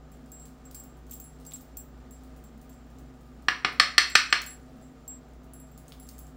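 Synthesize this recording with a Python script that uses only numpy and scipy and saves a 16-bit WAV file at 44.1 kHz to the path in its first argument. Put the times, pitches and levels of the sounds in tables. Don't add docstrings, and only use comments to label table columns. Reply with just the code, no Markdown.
import sys
import numpy as np
from scipy import signal
from scipy.fft import rfft, irfft, next_fast_len
from scipy.io import wavfile
from scipy.ndimage import uniform_filter1d

SR = 44100
rng = np.random.default_rng(int(sys.argv[2]) if len(sys.argv) > 2 else 0)


def voltage_ratio(decibels):
    exponent = np.asarray(decibels, float) / 20
    return 10 ** exponent


def master(y):
    cut = np.clip(np.atleast_2d(y).T, -1, 1)
    pcm = np.round(cut * 32767)
    wavfile.write(sys.argv[1], SR, pcm.astype(np.int16))


N = 280476

# t/s, level/dB
WRIST = [(0, -82), (.32, -70.5), (.6, -73), (.75, -72.5), (.95, -82), (1.15, -79), (1.35, -71), (1.53, -67),
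         (1.7, -75), (1.95, -81), (2.2, -70), (2.75, -79.5), (3.34, -72.5), (4.55, -71.5), (5.06, -74.5),
         (5.5, -85.5), (5.9, -68), (6.36, -77.5)]
# t/s, first partial/dB, second partial/dB, top partials/dB, time to skin damping/s
CHARM_STRIKES = [(0.117, -57.5, -73, -68, 0.041), (0.3175, -44, -63, -56, 0.25),
                 (0.3974, -46, -70, -67, 0.091), (0.653, -48, -75, -65, 0.034),
                 (0.7474, -42.5, -58.5, -52, 0.27), (0.798, -43, -66, -54, 0.015),
                 (0.837, -73, -66, -57.5, 0.21), (1.1104, -44, -59.5, -47, 0.062),
                 (1.2, -48, -59, -48.5, 0.23), (1.2408, -45.5, -52, -64, 0.091),
                 (1.4644, -42, -64, -55, 0.052), (1.535, -33.5, -61, -53, 0.027),
                 (1.7702, -39, -53, -44, 0.054), (2.1093, -50.5, -62, -62, 0.086),
                 (2.439, -57, -75, -63, 0.06), (2.694, -58, -72, -63.5, 0.24),
                 (4.098, -39.5, -58.5, -58.5, 0.17), (4.3026, -42, -68, -65.5, 0.093),
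                 (4.4632, -38, -50, -48, 0.11), (5.0785, -34.5, -76, -51.5, 0.12),
                 (5.5348, -52.5, -52.5, -59.5, 0.15), (5.9984, -54, -55, -59.5, 0.11),
                 (6.0288, -49.5, -59, -63, 0.079), (6.1889, -55, -55, -54, 0.14)]
# t/s, peak/dB, hardness/(dB per octave), thud/dB
KNOCKS = [
    (3.484, -5, -5, -31),
    (3.647, -5.5, -6, -47),
    (3.798, 2, -0.85, -26),
    (3.98, 4, 0.5, -31),
    (4.153, 5, -0.15, -30.5),
    (4.326, -1, -2, -62),
]


def rms_one(x):
    return x / np.sqrt(np.mean(x ** 2) + 1e-20)


def at_hz(points, hz):
    table_hz, value = np.transpose(points)
    return np.interp(np.log(hz + 1), np.log(table_hz), value)


def colour(x, spectrum):
    size = next_fast_len(len(x) + 8192)
    hz = np.arange(size // 2 + 1) * SR / size
    cepstrum = irfft(np.log(voltage_ratio(at_hz(spectrum, hz))), size)
    cepstrum[1:size // 2] *= 2
    cepstrum[size // 2 + 1:] = 0
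    return irfft(rfft(x, size) * np.exp(rfft(cepstrum)), size)[:len(x)]


def drift(rate_per_s):
    r = np.exp(-80 * np.pi * rate_per_s / SR)
    slow = signal.lfilter([1], [1, -2 * r, r * r], rng.standard_normal(N // 40 + 2002))[2000:]
    return np.interp(np.arange(N) / 40, np.arange(len(slow)), rms_one(slow))


def ring(force, hz, t60_s):
    r, w = voltage_ratio(-60 / (t60_s * SR)), 2 * np.pi * hz / SR
    return signal.lfilter([0, np.sin(w)], [1, -2 * r * np.cos(w), r * r], force + 1e-18)


def grains(level, spectrum, per_s, gain_db):
    present = rng.random(N) < per_s / SR
    size_db = 4.5 * np.minimum(rng.exponential(1, N), 5)
    clicks = present * voltage_ratio(size_db) * rng.choice([-1, 1], N)
    return voltage_ratio(gain_db) * level * rms_one(colour(clicks, spectrum))


def add(track, s, sound):
    i = round(s * SR)
    track[i:i + len(sound)] += sound[:N - i]


def fridge():
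    # f/Hz, level/dB
    motor = [(59.5, -49), (58.6, -67), (257.8, -56)]
    # f/Hz, width/Hz, rms/dB
    booms = [(253.05, 7, -58.5), (59, 3.9, -60.5)]
    # f/Hz, rms/dB, level wobble/dB, wobble rate/(1/s)
    hum = [(127.5, -63, 2.5, 2.657), (154.5, -59.5, 2, 3.3), (231.3, -65.5, 6, 6.9), (367, -72.5, 3, 3.2),
           (463, -70, 3, 3.984), (641, -73.5, 5, 9.5), (750, -70.5, 3, 12.7), (1219, -74.5, 3, 27),
           (7200, -82.5, 3.5, 32.3)]
    t = np.arange(N) / SR
    out = np.zeros(N)
    for hz, db in motor:
        out += voltage_ratio(db) * np.sin(2 * np.pi * hz * t + 0.0967 * drift(2.28))
    for hz, width_hz, db in booms:
        t60_s = np.log(1000) / (np.pi * width_hz)
        out += voltage_ratio(db) * rms_one(ring(rng.standard_normal(N), hz, t60_s))
    for hz, db, wobble_db, rate_per_s in hum:
        level = np.sqrt(2) * voltage_ratio(db + wobble_db * drift(rate_per_s))
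        phase_rad = 0.29 * wobble_db * drift(rate_per_s)
        out += level * np.sin(2 * np.pi * hz * t + phase_rad)
    return out


def room_noise():
    # f/Hz, level/(dB per Hz)
    air_colour = [(15, -20), (25, -15), (60, -3.5), (103, -14), (197, -12), (252, -7.5), (330, -11.5),
                  (746, -16.5), (1060, -22.5), (1220, -19.5), (2270, -30), (7510, -40), (11000, -54),
                  (15200, -44.5), (16500, -50.5)]
    # f/Hz, level/dB
    hiss_colour = [(9000, -25.5), (13000, -11), (15000, 1), (17000, -1.5)]
    air = voltage_ratio(-55.5 + 0.5 * drift(5.8)) * rms_one(colour(rng.standard_normal(N), air_colour))
    return air + voltage_ratio(-80.5) * rms_one(colour(rng.standard_normal(N), hiss_colour))


def all_ticks():
    # t/s, peak/dB, dull part/dB
    bead_hits = [(0.4194, -47, -63), (0.4544, -35, -55), (0.7112, -31.5, -68), (0.7456, -26, -62),
                 (0.9694, -47, -67), (1.0664, -43.5, -65), (1.096, -40, -56), (1.1214, -34.5, -53),
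                 (1.1324, -27, -62), (1.3994, -43.5, -68), (1.451, -35, -64), (1.51, -33, -54),
                 (1.5204, -38, -44), (1.5594, -32, -59), (1.609, -40, -64), (2.2344, -45.5, -64.5),
                 (2.3624, -45, -71), (2.615, -40.5, -67), (2.7294, -45, -67), (2.9856, -41.5, -64),
                 (3.7214, -40.5, -67.5), (4.4174, -19.5, -73), (5.4331, -48, -68), (5.7768, -36.5, -60),
                 (5.881, -33.5, -55), (5.9214, -37.5, -43.5), (6.0676, -40.5, -63), (6.0891, -25, -67),
                 (6.1814, -33, -64), (6.2677, -41, -69)]
    follow = 0.7
    struck = [(s, -33.5 + follow * (top_db + 50.5), -62.5 + follow * (top_db + 47.5))
              for s, _, _, top_db, _ in CHARM_STRIKES]
    slot_s, stray_per_s = 0.02, 5
    slot = np.arange(0, N / SR - 0.03, slot_s)
    chance = rng.random((round(N / SR / slot_s), 3))[:len(slot)]
    late, loud, draw = chance.T
    effort_db = np.interp(slot, *np.transpose(WRIST)) + 75
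    stray = np.transpose([slot + 0.025 * late, -57 + 10 * loud, np.full(len(slot), -73.5)])
    happens = draw < slot_s * stray_per_s * voltage_ratio(0.5 * effort_db)
    return np.concatenate([bead_hits, struck, stray[happens]])


def rustle(ticks):
    # f/Hz, level/dB
    sleeve_colour = [(1500, -31), (3000, -2.5), (5000, 0), (7000, -4), (9000, -4), (12000, -19)]
    # f/Hz, level/dB
    slide_colour = [(4000, -24), (7000, -9), (9500, -2.5), (12000, -8.5), (14000, -1.5), (15500, 1),
                    (17000, -5)]
    t, shaking = np.arange(N) / SR, np.zeros(N)
    half_s = t[:SR // 2]
    on_charm = np.isin(ticks[:, 0], np.transpose(CHARM_STRIKES)[0])
    for (s, tick_db, _), charm_hit in zip(ticks, on_charm):
        add(shaking, s, voltage_ratio(-6.5 * charm_hit + 0.8 * (tick_db + 36) - 60 * half_s / 0.13))
    for s, peak_db, *_ in KNOCKS:
        add(shaking, s, voltage_ratio(peak_db + 4 - 60 * half_s / 0.22))
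    moving = voltage_ratio(np.interp(t, *np.transpose(WRIST)))
    sleeve = grains(moving + voltage_ratio(-68) * shaking, sleeve_colour, per_s=3000, gain_db=-4.5)
    slide = grains(voltage_ratio(-14) * moving + voltage_ratio(-65) * shaking, slide_colour, per_s=2495, gain_db=5)
    return sleeve + slide


def charm():
    # f/Hz, cluster width/Hz, cluster share, t60/s, gain/dB
    partials = [(7611, 40, 0.0601, 0.5, -4), (10170, 150, 0.45, 0.25, -1), (13700, 350, 1.2, .12, -1),
                (15170, 490, .6, .15, -1)]
    # t/s, first/dB, second/dB, top partials/dB, time to damping/s
    grazes = [
        (1.1368, -51, -59, -47, 0.065),
        (1.6115, -65, -79, -58, 0.11),
        (4.5033, -37, -50, -62, 0.065),
        (4.8224, -60, -73, -84, 0.09),
        (5.5996, -55.5, -61, -61, 0.14),
        (5.7153, -64, -82, -68, 0.12),
        (5.7764, -64, -62, -64, 0.11),
        (6.129, -59, -75, -74, 0.11),
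    ]
    out, t = np.zeros(N), np.arange(SR // 3) / SR
    onset = 1 - np.exp(-t / 0.00053)
    touches = [*CHARM_STRIKES, *grazes]
    chances = rng.uniform(-1, 1, (40, 4, 6))
    for (s, first_db, second_db, top_db, damped_s), chance in zip(touches, chances):
        damping_db = -14 * (t / damped_s) ** 4
        levels_db = (first_db, second_db, top_db, top_db)
        for (hz, width_hz, share, t60_s, gain_db), db, detune in zip(partials, levels_db, chance):
            decay_db = -60 * t / t60_s
            cluster_hz = hz + width_hz * detune[1:, None]
            cluster = np.sin(2 * np.pi * cluster_hz * t).sum(axis=0) * voltage_ratio(decay_db)
            partial = np.sin(2 * np.pi * (hz + 4 * detune[0]) * t) + share * cluster
            add(out, s, voltage_ratio(db + gain_db + decay_db + damping_db) * onset * partial)
    return out


def bead_ticks(ticks):
    # f/Hz, level/dB
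    bright_colour = [(1500, -30.5), (4000, -11.5), (7500, 0), (11000, -14), (14000, -12), (17000, -5.5)]
    # f/Hz, level/dB
    dull_colour = [(800, -26), (2000, -10), (3500, -2), (5500, -2), (9000, -30.5)]
    bright, dull, t = np.zeros(N), np.zeros(N), np.arange(300) / SR
    noises = rng.choice([-1, 1], (400, len(t)))
    for (s, tick_db, dull_db), noise in zip(ticks, noises):
        add(bright, s, voltage_ratio(tick_db - 4) * noise * np.exp(-t / 0.002))
        add(dull, s, voltage_ratio(dull_db + 15) * noise * np.exp(-t / 0.0006))
    return colour(bright, bright_colour) + colour(dull, dull_colour)


def knocks():
    # f/Hz, level/dB, t60/s
    modes = [(740.2, -23, 0.053), (1213, -6.5, .05), (1501, -8, 0.02), (1789, -1, 0.03), (2007, -5, 0.0043),
             (2240, -14.5, 0.01), (2518, 0.5, 0.013), (2845, -6.5, 0.016), (3204, -1, 0.013),
             (3680, -11.5, 0.0101), (3760, -24, 0.019), (4290, -3.5, 0.059), (4620, -14, 0.014),
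             (5260, -8.5, 0.02), (5868, -20.5, 0.13), (5550, -10, 0.027), (7310, -14.5, 0.06),
             (8360, -24, 0.13), (8940, -40.5, 0.0099), (10410, -33, 0.0054), (14380, -29, 0.014)]
    # f/Hz, level/dB
    crack_colour = [(150, -26.5), (900, -22.5), (1050, -13.5), (1200, -8.5), (1750, -2), (2200, -0.5),
                    (3040, -10), (4250, -6), (5900, -9), (6550, -19.5), (9500, -25), (10200, -40.5),
                    (15000, -41), (16500, -51)]
    out, t = np.zeros(N), np.arange(SR // 3) / SR
    click = 1.0 * (t == 0)
    resting = 0.47 + 0.47 / (1 + (t / 0.0051) ** 8)
    crack = 0.2 / (1 + (t / 0.0058) ** 8)
    rattle = 0.067 * voltage_ratio(-60 * t / 0.27)
    onset = 1 - np.exp(-t / 0.00044)
    for s, peak_db, hardness, thud_db in KNOCKS:
        body = np.zeros(len(t))
        for k, (hz, db, t60_s) in enumerate(modes):
            mode_db = db + hardness * np.log2(hz / 2000) + 0.8 * rng.normal()
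            body += (-1) ** k * voltage_ratio(mode_db) * ring(click, hz, t60_s)
        body = body * resting / np.max(np.abs(body))
        edge = [(hz, db + hardness * np.log2(hz / 2000)) for hz, db in crack_colour]
        noise = rms_one(colour(rng.standard_normal(len(t)), edge))
        thud = voltage_ratio(thud_db + 1.5) * np.sin(2 * np.pi * 330 * t) * np.exp(-t / 0.00304)
        add(out, s, voltage_ratio(peak_db) * (body + (crack + rattle) * noise) * onset + thud)
    out = signal.sosfilt(signal.butter(2, 220, "high", fs=SR, output="sos"), out)
    return signal.lfilter(*signal.iirnotch(6650, 7, fs=SR), out)


def kitchen(x):
    # f/Hz, t60/s
    decay = [(200, 0.22), (530, 0.45), (1390, 0.35), (3680, 0.31), (9700, 0.3), (16000, 0.32)]
    t = np.arange(SR // 2) / SR
    edges_hz = 100 * 2 ** np.arange(0, 7.6, 0.5)
    white = rng.standard_normal((2, len(t)))
    tail = np.zeros(len(t))
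    for k, (low, high) in enumerate(zip(edges_hz, edges_hz[1:])):
        band = signal.butter(2, [low, high], "band", fs=SR, output="sos")
        t60_s = at_hz(decay, np.sqrt(low * high))
        tail += signal.sosfilt(band, white[k % 2]) * voltage_ratio(-60 * t / t60_s)
    tail *= np.clip((t - 0.002) / 0.00077, 0, 1)
    tail *= 1 + 0.14 * np.exp(-t / 0.013)
    return signal.fftconvolve(x, tail / np.sqrt(np.sum(tail ** 2)))[:N]


def scene():
    spoon, bell, ticks = knocks(), charm(), all_ticks()
    beads = bead_ticks(ticks) + rustle(ticks)
    wet = voltage_ratio(-6.5) * spoon + voltage_ratio(-4) * beads + voltage_ratio(-10.5) * bell
    return (spoon + beads + bell + fridge() + kitchen(wet) + room_noise())[None]


def gain_control(x):
    threshold_db, share, release_db_per_s = -26.5, 0.1, 60
    climb_db = release_db_per_s * np.arange(N) / SR
    power_db = 10 * np.log10(uniform_filter1d(x ** 2, 256, axis=1) + 1e-12)
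    over_db = np.maximum(power_db - threshold_db, 0)
    held_db = np.maximum.accumulate(over_db + climb_db, axis=1) - climb_db
    return x * voltage_ratio(-share * signal.lfilter([0.003], [1, -0.997], held_db))


def round_peaks(x):
    excess = x - 0.87 * np.tanh(x / 0.87)
    return x - signal.sosfilt(signal.butter(2, 160, "high", fs=SR, output="sos"), excess)


def gate_top(x):
    top = signal.sosfiltfilt(signal.ellip(8, 0.2, 45, 15900, "high", fs=SR, output="sos"), x)
    power = uniform_filter1d(top ** 2, 128, axis=1)
    attack = (power > 7 * uniform_filter1d(power, 2048, axis=1)) & (power > voltage_ratio(-124))
    x = x - top * (1 - uniform_filter1d(1.0 * attack, 128, axis=1))
    return signal.sosfilt(signal.ellip(10, 0.2, 80, 16750, fs=SR, output="sos"), x)


def band_limit(x):
    return signal.sosfilt(signal.butter(12, 16970, fs=SR, output="sos"), x)


def record(dry):
    mix = gate_top(round_peaks(gain_control(dry)))
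    return band_limit(mix)


dry = scene()
out = record(dry)
master(out)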